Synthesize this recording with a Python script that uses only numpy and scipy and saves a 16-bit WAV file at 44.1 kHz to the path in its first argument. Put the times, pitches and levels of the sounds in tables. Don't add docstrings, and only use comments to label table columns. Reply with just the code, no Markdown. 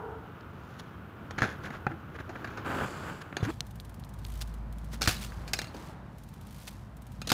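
import sys
import numpy as np
from scipy import signal
from scipy.fft import rfft, irfft, next_fast_len
from scipy.io import wavfile
from scipy.ndimage import uniform_filter1d, map_coordinates

SR = 44100
rng = np.random.default_rng(int(sys.argv[2]) if len(sys.argv) > 2 else 0)


def digitize_waveform(pressure):
    field = np.atleast_2d(pressure).T
    bounded = np.clip(field, -1, 1)
    quanta = np.round(bounded * 32767).astype(np.int16)
    wavfile.write(sys.argv[1], SR, quanta)


N = 323246


def amp(db):
    return 10 ** (np.asarray(db) / 20)


def unit(x):
    return x / np.sqrt(np.mean(x ** 2) + 1e-20)


def clock(length=N):
    return np.arange(length) / SR


def sine(hz, t):
    return np.sin(2 * np.pi * hz * t)


def glide(hz):
    return np.sin(2 * np.pi * np.cumsum(hz) / SR)


def decay(t, t60):
    return np.exp(-np.log(1000) * t / max(t60, 1e-4))


def swell(s, sigma_s):
    return np.exp(-((clock() - s) / sigma_s) ** 2 / 2)


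def wobble(rate_hz):
    knots = rng.standard_normal(int(N * rate_hz / SR) + 4)
    return map_coordinates(knots, [np.arange(N) * rate_hz / SR])


def along(points, hz):
    f, v = np.transpose(points)
    return np.interp(np.log(hz + 1), np.log(f), v)


def curves(rows):
    s, *columns = np.transpose(rows)
    return [np.interp(clock(), s, column) for column in columns]


def during(rows):
    t = clock()
    inside = (t >= rows[0][0]) & (t <= rows[-1][0])
    return uniform_filter1d(1.0 * inside, size=256)


def coloured(x, spectrum):
    m = 2 * next_fast_len(len(x) // 2 + 2048)
    gain = amp(along(spectrum, np.fft.rfftfreq(m, 1 / SR)))
    cepstrum = irfft(np.log(gain))
    cepstrum[1:m // 2] *= 2
    cepstrum[m // 2 + 1:] = 0
    return irfft(rfft(x, m) * np.exp(rfft(cepstrum)))[:len(x)]


def rush(spectrum, grain_db):
    grain = amp(grain_db * np.tanh(wobble(SR / 64)))
    return unit(coloured(rng.standard_normal(N) * grain, spectrum))


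def add(track, s, sound):
    start = min(max(round(s * SR), 0), N)
    track[start:start + len(sound)] += sound[:N - start]


CUT_S = 3.511
# start_s, rumble_db, traffic_db
TOWN_LEVELS = [
    [(0.0, -45.5, -50.5), (0.33, -49, -51), (1.18, -47.5, -50), (1.62, -42.5, -47), (2.02, -48, -50.5),
     (2.84, -46, -42), (3.34, -49, -51), (3.5, -41, -53)],
    [(3.52, -44, -57), (3.74, -45.5, -57), (4.98, -44, -55.5), (5.12, -41.5, -54), (5.8, -47, -50),
     (6.25, -46, -58), (7.05, -47.5, -56.5), (7.2, -44, -57)],
]
# start_s, level_db
HUM_LEVELS = [(3.5, -51), (4.14, -45.5), (4.32, -36), (5.45, -42), (5.75, -55.5), (7.33, -48.5)]
# freq_hz, gain_db
FAR_RUMBLE_SPECTRUM = [(25, -76), (45, -28), (65, 2.5), (85, 5.5), (140, 3.5), (210, -1), (300, -16.5),
                       (500, -46.5)]
NEAR_RUMBLE_SPECTRUM = [(25, -28), (45, -11), (65, 4), (115, 5.5), (160, 2), (230, -1), (310, -21),
                        (500, -49)]
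FAR_TRAFFIC_SPECTRUM = [(150, 0), (300, 4.5), (430, 0.5), (620, -3.5), (900, -3.5), (1450, 0),
                        (1900, -12.5), (3000, -16.5), (4200, -28), (6500, -38.5), (9000, -46.5),
                        (12000, -36.5), (15500, -31)]
NEAR_TRAFFIC_SPECTRUM = [(150, -2), (300, 3), (420, -3), (650, -1.5), (1000, -2), (1600, -8), (2500, -18),
                         (4000, -25), (8000, -43), (15000, -81)]


def town(far_trim_db=1, near_trim_db=2, hum_hz=54.2, waver_hz=1.07, hum_trim_db=-1):
    rumble_db, traffic_db = curves(np.concatenate(TOWN_LEVELS))
    far = clock() < CUT_S
    rumble = np.where(far, rush(FAR_RUMBLE_SPECTRUM, grain_db=2.5), rush(NEAR_RUMBLE_SPECTRUM, grain_db=2.5))
    far_traffic = amp(far_trim_db) * rush(FAR_TRAFFIC_SPECTRUM, grain_db=1.66)
    near_traffic = amp(near_trim_db) * rush(NEAR_TRAFFIC_SPECTRUM, grain_db=0.1)
    traffic = np.where(far, far_traffic, near_traffic)
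    hum = unit(glide(hum_hz + waver_hz * wobble(4.2))) * during(HUM_LEVELS)
    out = amp(rumble_db) * rumble
    out += amp(traffic_db + 0.73 * wobble(7)) * traffic
    return out + amp(curves(HUM_LEVELS)[0] + hum_trim_db) * hum


# start_s, level_db
HOOT_LEVELS = [(0, -38), (.065, -41.5), (.14, -42.5), (.18, -50.5), (.3, -50.5), (.4, -82)]
# pitch_hz, half_width_hz, gain_db
HOOT_BANDS = [(439, 23, 2.5), (780, 110, -10), (936, 59, -12.5), (1380, 140, -14)]


def hoot():
    f = np.fft.rfftfreq(N, 1 / SR)
    gain = sum(amp(db) / (1 + ((f - hz) / width_hz) ** 2) for hz, width_hz, db in HOOT_BANDS)
    tone = unit(irfft(rfft(rng.standard_normal(N)) * gain, N))
    return amp(curves(HOOT_LEVELS)[0]) * tone


# start_s, body_db, hiss_db
RUSTLE_LEVELS = [(2.648, -39, -70), (2.658, -34, -56), (2.84, -31, -51), (2.9, -45.5, -53),
                 (3.03, -45, -55), (3.095, -36.5, -56), (3.14, -50, -56.5), (3.33, -55, -75),
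                 (3.38, -44, -74), (3.45, -43, -70), (3.508, -34, -48)]
# freq_hz, gain_db
BODY_SPECTRUM = [(35, -19), (70, -0.5), (140, 5.5), (300, 0.5), (700, -3), (1200, -0.5), (1550, 0),
                 (2000, -11), (3000, -15), (5000, -35)]
HISS_SPECTRUM = [(1500, 1.5), (3000, 7.5), (3900, -1), (4700, 5.5), (5700, -3.5), (6600, 0.5), (7500, 4),
                 (8800, -6.5), (11000, -5.5), (16000, -25)]


def rustle(body_trim_db=-1):
    body_db, hiss_db = curves(RUSTLE_LEVELS)
    body = amp(body_db + body_trim_db) * rush(BODY_SPECTRUM, grain_db=4)
    hiss = amp(hiss_db) * rush(HISS_SPECTRUM, grain_db=2.5)
    return during(RUSTLE_LEVELS) * (body + hiss)


# start_s, pitch_hz, level_db
GROAN_GLIDES = [
    [(1.895, 300, -60), (1.92, 327, -40), (1.945, 330, -42), (1.975, 310, -60)],
    [(3.455, 152.8, -49), (3.472, 257, -32.5), (3.49, 322, -29.5), (3.503, 337, -30.5), (3.512, 340, -69)],
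]


def groans():
    out = np.zeros(N)
    for rows in GROAN_GLIDES:
        hz, db = curves(rows)
        out += during(rows) * amp(db) * glide(hz)
    return out


# start_s, level_db
ROLL_LEVELS = [(0, -68), (3.4, -66), (4.1, -72.5), (5.4, -61), (5.9, -71.5), (6.02, -80), (6.2, -67),
               (7.33, -66)]
# liftoff_s, push_db, scrub_db
HOP_EVENTS = [(0.799, -60, -42), (4.42, -63, -37), (6.681, -61.5, -41)]


def tread(push_lead_s=0.053, push_sigma_s=0.1, scrub_sigma_s=0.0062,
          apex_s=0.27, flight_sigma_s=0.079, flight_db=-9,
          spray_t60_s=0.2, settle_db=-19, settle_t60_s=0.67):
    t = clock()
    airborne = sum(swell(liftoff_s + apex_s, flight_sigma_s) for liftoff_s, _, _ in HOP_EVENTS)
    out = amp(curves(ROLL_LEVELS)[0] + flight_db * airborne)
    for liftoff_s, push_db, scrub_db in HOP_EVENTS:
        out += amp(push_db) * swell(liftoff_s - push_lead_s, push_sigma_s)
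        out += amp(scrub_db) * swell(liftoff_s, scrub_sigma_s)
    spray = decay(t, spray_t60_s) + amp(settle_db) * decay(t, settle_t60_s)
    for start_s, *_, grit_db in LANDING_EVENTS:
        add(out, start_s, amp(grit_db) * spray)
    return out


# centre_s, level_db, sigma_s, coarse_relative_db
SCRAPE_EVENTS = [(1.498, -50.5, 0.03, 10), (1.642, -54, .004, 11), (1.66, -45, .015, 4.5),
                 (1.749, -53, 0.019, 9.5), (1.916, -62.5, .008, 21.5), (2.157, -50.5, 0.0074, 7),
                 (2.203, -50, .008, 9.5), (2.36, -53, 0.0037, 13), (2.52, -59, 0.14, 0),
                 (3.218, -41, 0.0051, -6), (3.448, -37.5, 0.0097, 0.5), (3.527, -63, 0.016, -20),
                 (4.94, -45.5, 0.011, -3), (5.238, -44.5, 0.018, -22), (5.6, -64, 0.047, 9),
                 (5.84, -59.5, 0.052, -4)]
# freq_hz, gain_db
FINE_SPECTRUM = [(500, -2.5), (1500, 2.5), (3000, 3.5), (4500, 3.5), (7000, -0.5), (10000, -3.5),
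                 (15000, -7)]
COARSE_SPECTRUM = [(100, -8), (300, 1), (900, -5), (1600, 2.5), (2300, -5.5), (3500, -13), (7000, -61)]


def scrapes(tread_trim_db=-1):
    fine = amp(tread_trim_db) * tread()
    coarse = np.zeros(N)
    for centre_s, db, sigma_s, coarse_db in SCRAPE_EVENTS:
        stroke = amp(db) * swell(centre_s, sigma_s)
        fine += stroke
        coarse += amp(coarse_db) * stroke
    return fine * rush(FINE_SPECTRUM, grain_db=6) + coarse * rush(COARSE_SPECTRUM, grain_db=7)


# start_s, end_s, rate_per_s, level_db
TICK_RUNS = [(3.663, 3.95, 21.6, -36.5), (3.996, 4.23, 21, -37.5), (4.246, 4.4, 55, -35),
             (4.474, 4.56, 15, -35.5), (4.726, 4.86, 17, -37), (6.183, 6.36, 19.4, -38.5),
             (6.409, 6.49, 16.9, -37), (6.507, 6.74, 55, -38), (6.968, 7.14, 20, -39)]


def pawl_ticks(scatter_s=0.0011, scatter_db=0.9):
    ticks = []
    for start_s, end_s, rate_per_s, db in TICK_RUNS:
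        scatter = rng.standard_normal(size=(32, 2))
        for s, (late, louder) in zip(np.arange(start_s, end_s, 1 / rate_per_s), scatter):
            ticks.append((s + scatter_s * late, db + scatter_db * louder))
    return ticks


# freq_hz, gain_db
TICK_SPECTRUM = [(1500, -15), (3300, -2.5), (4800, -8.5), (6500, -7), (9200, -7), (11000, -7.5),
                 (13000, -5.5), (16000, -10)]


def freewheel(trim_db=-4, noise_t60_s=0.035, rise_t60_s=0.0081,
              ring_hz=9200, ring_db=-15, ring_t60_s=0.062):
    out, t = np.zeros(N), clock(SR // 10)
    for start_s, db in pawl_ticks():
        ring = amp(ring_db) * sine(ring_hz * rng.normal(1, 0.0013), t) * decay(t, ring_t60_s)
        noise = rng.standard_normal(len(t)) * decay(t, noise_t60_s)
        add(out, start_s, amp(db + trim_db) * (noise + ring) * (1 - decay(t, rise_t60_s)))
    return coloured(out, TICK_SPECTRUM)


# start_s, level_db
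STONE_EVENTS = [(0.409, -34.5), (0.798, -27), (3.6066, -14), (3.8001, -30.5), (4.0384, -37.5),
                (4.2507, -28)]


def stones(trim_db=1, snap_hz=4100, snap_t60_s=0.0022, dust_db=-15, dust_t60_s=0.01):
    out, t = np.zeros(N), clock(SR // 20)
    for start_s, db in STONE_EVENTS:
        snap = sine(snap_hz, t) * decay(t, snap_t60_s)
        dust = coloured(rng.standard_normal(len(t)) * decay(t, dust_t60_s), CLINK_SPECTRUM)
        add(out, start_s, amp(db + trim_db) * (snap + amp(dust_db) * dust))
    return out


# start_s, level_db, knock_db, clink_db, t60_s
CLANK_EVENTS = [(1.3084, -32.5, 0.5, 1, 0.025), (1.3805, -26.5, -5, -8, 0.029),
                (1.704, -32, 0.5, -6.5, 0.036), (1.8669, -20, 0, -33, 0.024), (2.1869, -32.5, -6, -24, .05),
                (2.2931, -37, 7, -2.5, 0.1), (2.5729, -32, -3.5, -3.5, 0.12),
                (3.326, -32.5, 1.5, -19, 0.019), (3.3676, -23, -1.5, 3.5, 0.022),
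                (3.4307, -34.5, 9, -6, 0.028), (5.0114, -29.5, -0.5, -3, 0.049),
                (5.0579, -28.5, -7, 1, 0.031), (5.321, -38, -15, -13, 0.026), (5.478, -39, -18, 3, 0.093),
                (5.5339, -21.5, -7.5, 4, 0.047), (5.745, -43.5, 11.5, -1, .06),
                (5.7658, -44.5, -1, 1, .045), (7.2168, -33.5, -1.5, 1, .027), (7.2725, -36, 4.5, 10, .045),
                (7.2922, -34.5, -8, 10.5, 0.023), (7.3012, -23, -8.5, 3, 0.033)]
# start_s, level_db, knock_db, clink_db, t60_s, rebound_gap_s, rebound_loss_db
CHATTER_EVENTS = [(1.3851, -20.5, -7, -4, 0.046, 0.021, 8), (1.4193, -19, -2.5, -5, 0.065, 0.0098, 2),
                  (2.4438, -26.5, -8, -6.5, 0.057, 0.03, 6.5), (5.0179, -23.5, -6, 5, 0.026, .0105, 4),
                  (5.0745, -16, -3.5, -0.5, 0.041, .016, 7.5), (5.5893, -24.5, -4, 1, 0.022, 0.027, 7),
                  (7.3181, -18, 1.5, 4, 0.022, 0.01, 13)]


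def contacts(count=4):
    hits = list(CLANK_EVENTS)
    for start_s, db, knock_db, clink_db, t60_s, gap_s, loss_db in CHATTER_EVENTS:
        for k in range(count):
            hits.append((start_s + k * gap_s, db - k * loss_db, knock_db, clink_db, t60_s))
    return hits


def rattle(trim_db=-19, mean_wait_s=0.07, fade_db_per_s=70,
           centre_hz=3700, spread=0.3, ping_t60_s=0.04, count=9):
    out, t = np.zeros(N), clock(SR // 12)
    for start_s, db, _, clink_db, _ in contacts():
        waits_s = rng.exponential(mean_wait_s, count)
        pitches_hz = centre_hz * np.exp(spread * rng.standard_normal(count))
        for wait_s, hz in zip(waits_s, pitches_hz):
            ping = sine(hz, t) * decay(t, ping_t60_s)
            ping_db = db + clink_db + trim_db - fade_db_per_s * wait_s
            add(out, start_s + wait_s, amp(ping_db) * ping)
    return out


# pitch_hz, level_db, t60_s
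FRAME_MODES = [(770, -19.5, 0.22), (1456, -23, 0.077), (1800, -31, 0.24), (2490, -14, 0.19),
               (2740, -4.5, 0.12), (3300, -33.5, 0.66), (3660, 0.5, 0.027), (5030, -4, 0.027),
               (5640, -45, 0.091), (6600, 5, 0.064), (7225, -19, 0.16), (8870, -1, 0.12)]
# freq_hz, gain_db
KNOCK_SPECTRUM = [(60, -23), (200, 6), (400, 3), (580, 2), (820, 5.5), (1200, -25), (2200, -37.5)]
CLACK_SPECTRUM = [(500, -51.5), (1100, -2.5), (1550, 9), (1950, 1.5), (2400, 3), (2900, -7.5),
                  (4000, -10.5), (8000, -46.5)]
CLINK_SPECTRUM = [(1500, -30), (3000, 5.5), (4200, 11.5), (6500, 3), (8500, -2.5), (12000, -8),
                  (16000, -10)]


def clanks(part_trim_db=-9, ring_db=-16, shiver_db=-19, shiver_t60_s=0.087, ground_gain=0.3):
    out, t = np.zeros(N), clock(SR // 3)
    for start_s, db, knock_db, clink_db, t60_s in contacts():
        strengths = amp(rng.normal(0, 4, len(FRAME_MODES)))
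        ring = sum(strength * amp(mode_db) * decay(t, mode_t60_s) * sine(hz, t)
                   for strength, (hz, mode_db, mode_t60_s) in zip(strengths, FRAME_MODES))
        envelope = decay(t, t60_s) + amp(shiver_db) * decay(t, shiver_t60_s)
        blow = rng.standard_normal(len(t)) * envelope + amp(ring_db) * ring / 2
        lag = int(rng.uniform(0.000318, 0.0012162) * SR)
        blow = blow + ground_gain * np.pad(blow, (lag, 0))[:len(t)]
        for spectrum, part_db in ((KNOCK_SPECTRUM, knock_db), (CLACK_SPECTRUM, 0), (CLINK_SPECTRUM, clink_db)):
            part = coloured(blow, spectrum)
            part = part / np.std(part[:SR // 128])
            add(out, start_s, amp(db + part_db + part_trim_db) * part)
    return out


# start_s, crack_db, crack_hz, thud_db, thud_hz, grit_db
LANDING_EVENTS = [(1.421, -7.5, 1640, -21, 119, -40), (1.8668, -17.5, 1300, -26, 136, -69),
                  (3.4286, -49, 500, -18.5, 102.6, -52), (5.0764, -13.5, 1030, -18, 96, -27),
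                  (7.318, -10, 1090, -24, 125, -42)]


def landings(crack_t60_s=0.0073, snap_hz=5000, snap_db=-4, snap_t60_s=0.00065,
             thud_t60_s=0.073, sag_ratio=0.91, sag_tau_s=0.0016,
             wheel_hz=260, wheel_db=-4, wheel_t60_s=0.01):
    out, t = np.zeros(N), clock(SR // 4)
    for start_s, crack_db, crack_hz, thud_db, thud_hz, _ in LANDING_EVENTS:
        crack = sine(crack_hz, t) * decay(t, crack_t60_s)
        snap = amp(snap_db) * sine(snap_hz, t) * decay(t, snap_t60_s)
        sinking_hz = thud_hz * (1 + sag_ratio * np.exp(-t / sag_tau_s))
        thud = glide(sinking_hz) * decay(t, thud_t60_s)
        wheel = amp(wheel_db) * sine(wheel_hz, t) * decay(t, wheel_t60_s)
        add(out, start_s, -amp(crack_db) * (crack + snap) - amp(thud_db) * (thud + wheel))
    return out


# freq_hz, t60_s
YARD_DECAY = [(150, 0.4), (1500, 0.43), (5000, 0.22), (14000, 0.46)]


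def yard(x, delay_s=0.025):
    hz, t, z = signal.stft(rng.standard_normal(SR), SR, nperseg=256)
    fall = np.exp(-np.log(1000) * t / along(YARD_DECAY, hz)[:, None])
    tail = signal.istft(z * fall, SR, nperseg=256)[1]
    delayed = np.pad(x, (int(delay_s * SR), 0))
    return signal.fftconvolve(delayed, tail / np.linalg.norm(tail))[:N]


# freq_hz, gain_db
FAR_SPECTRUM = [(1650, 0.5), (2400, -5), (3400, -5), (5000, -9.5), (6800, -7), (8600, -21.5), (11200, -7),
                (13000, -24), (16000, -12)]


def scene(wet_db=-17):
    blows = clanks() + rattle() + landings()
    bike = blows + amp(wet_db) * yard(blows) + stones() + freewheel() + scrapes()
    bike = np.where(clock() < CUT_S, coloured(bike, FAR_SPECTRUM), bike)
    return (bike + groans() + rustle() + hoot() + town())[None]


TOP_HZ = 15600


def record(dry, low_cut_hz=30):
    m = next_fast_len(N + SR // 2)
    high_pass = signal.butter(2, low_cut_hz, "highpass", fs=SR, output="sos")
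    thinned = signal.sosfilt(high_pass, dry)
    low_pass = 1 / (1 + (np.fft.rfftfreq(m, 1 / SR) / TOP_HZ) ** 120)
    return irfft(rfft(thinned, m) * low_pass, m)[..., :N]


dry = scene()
out = record(dry)
digitize_waveform(out)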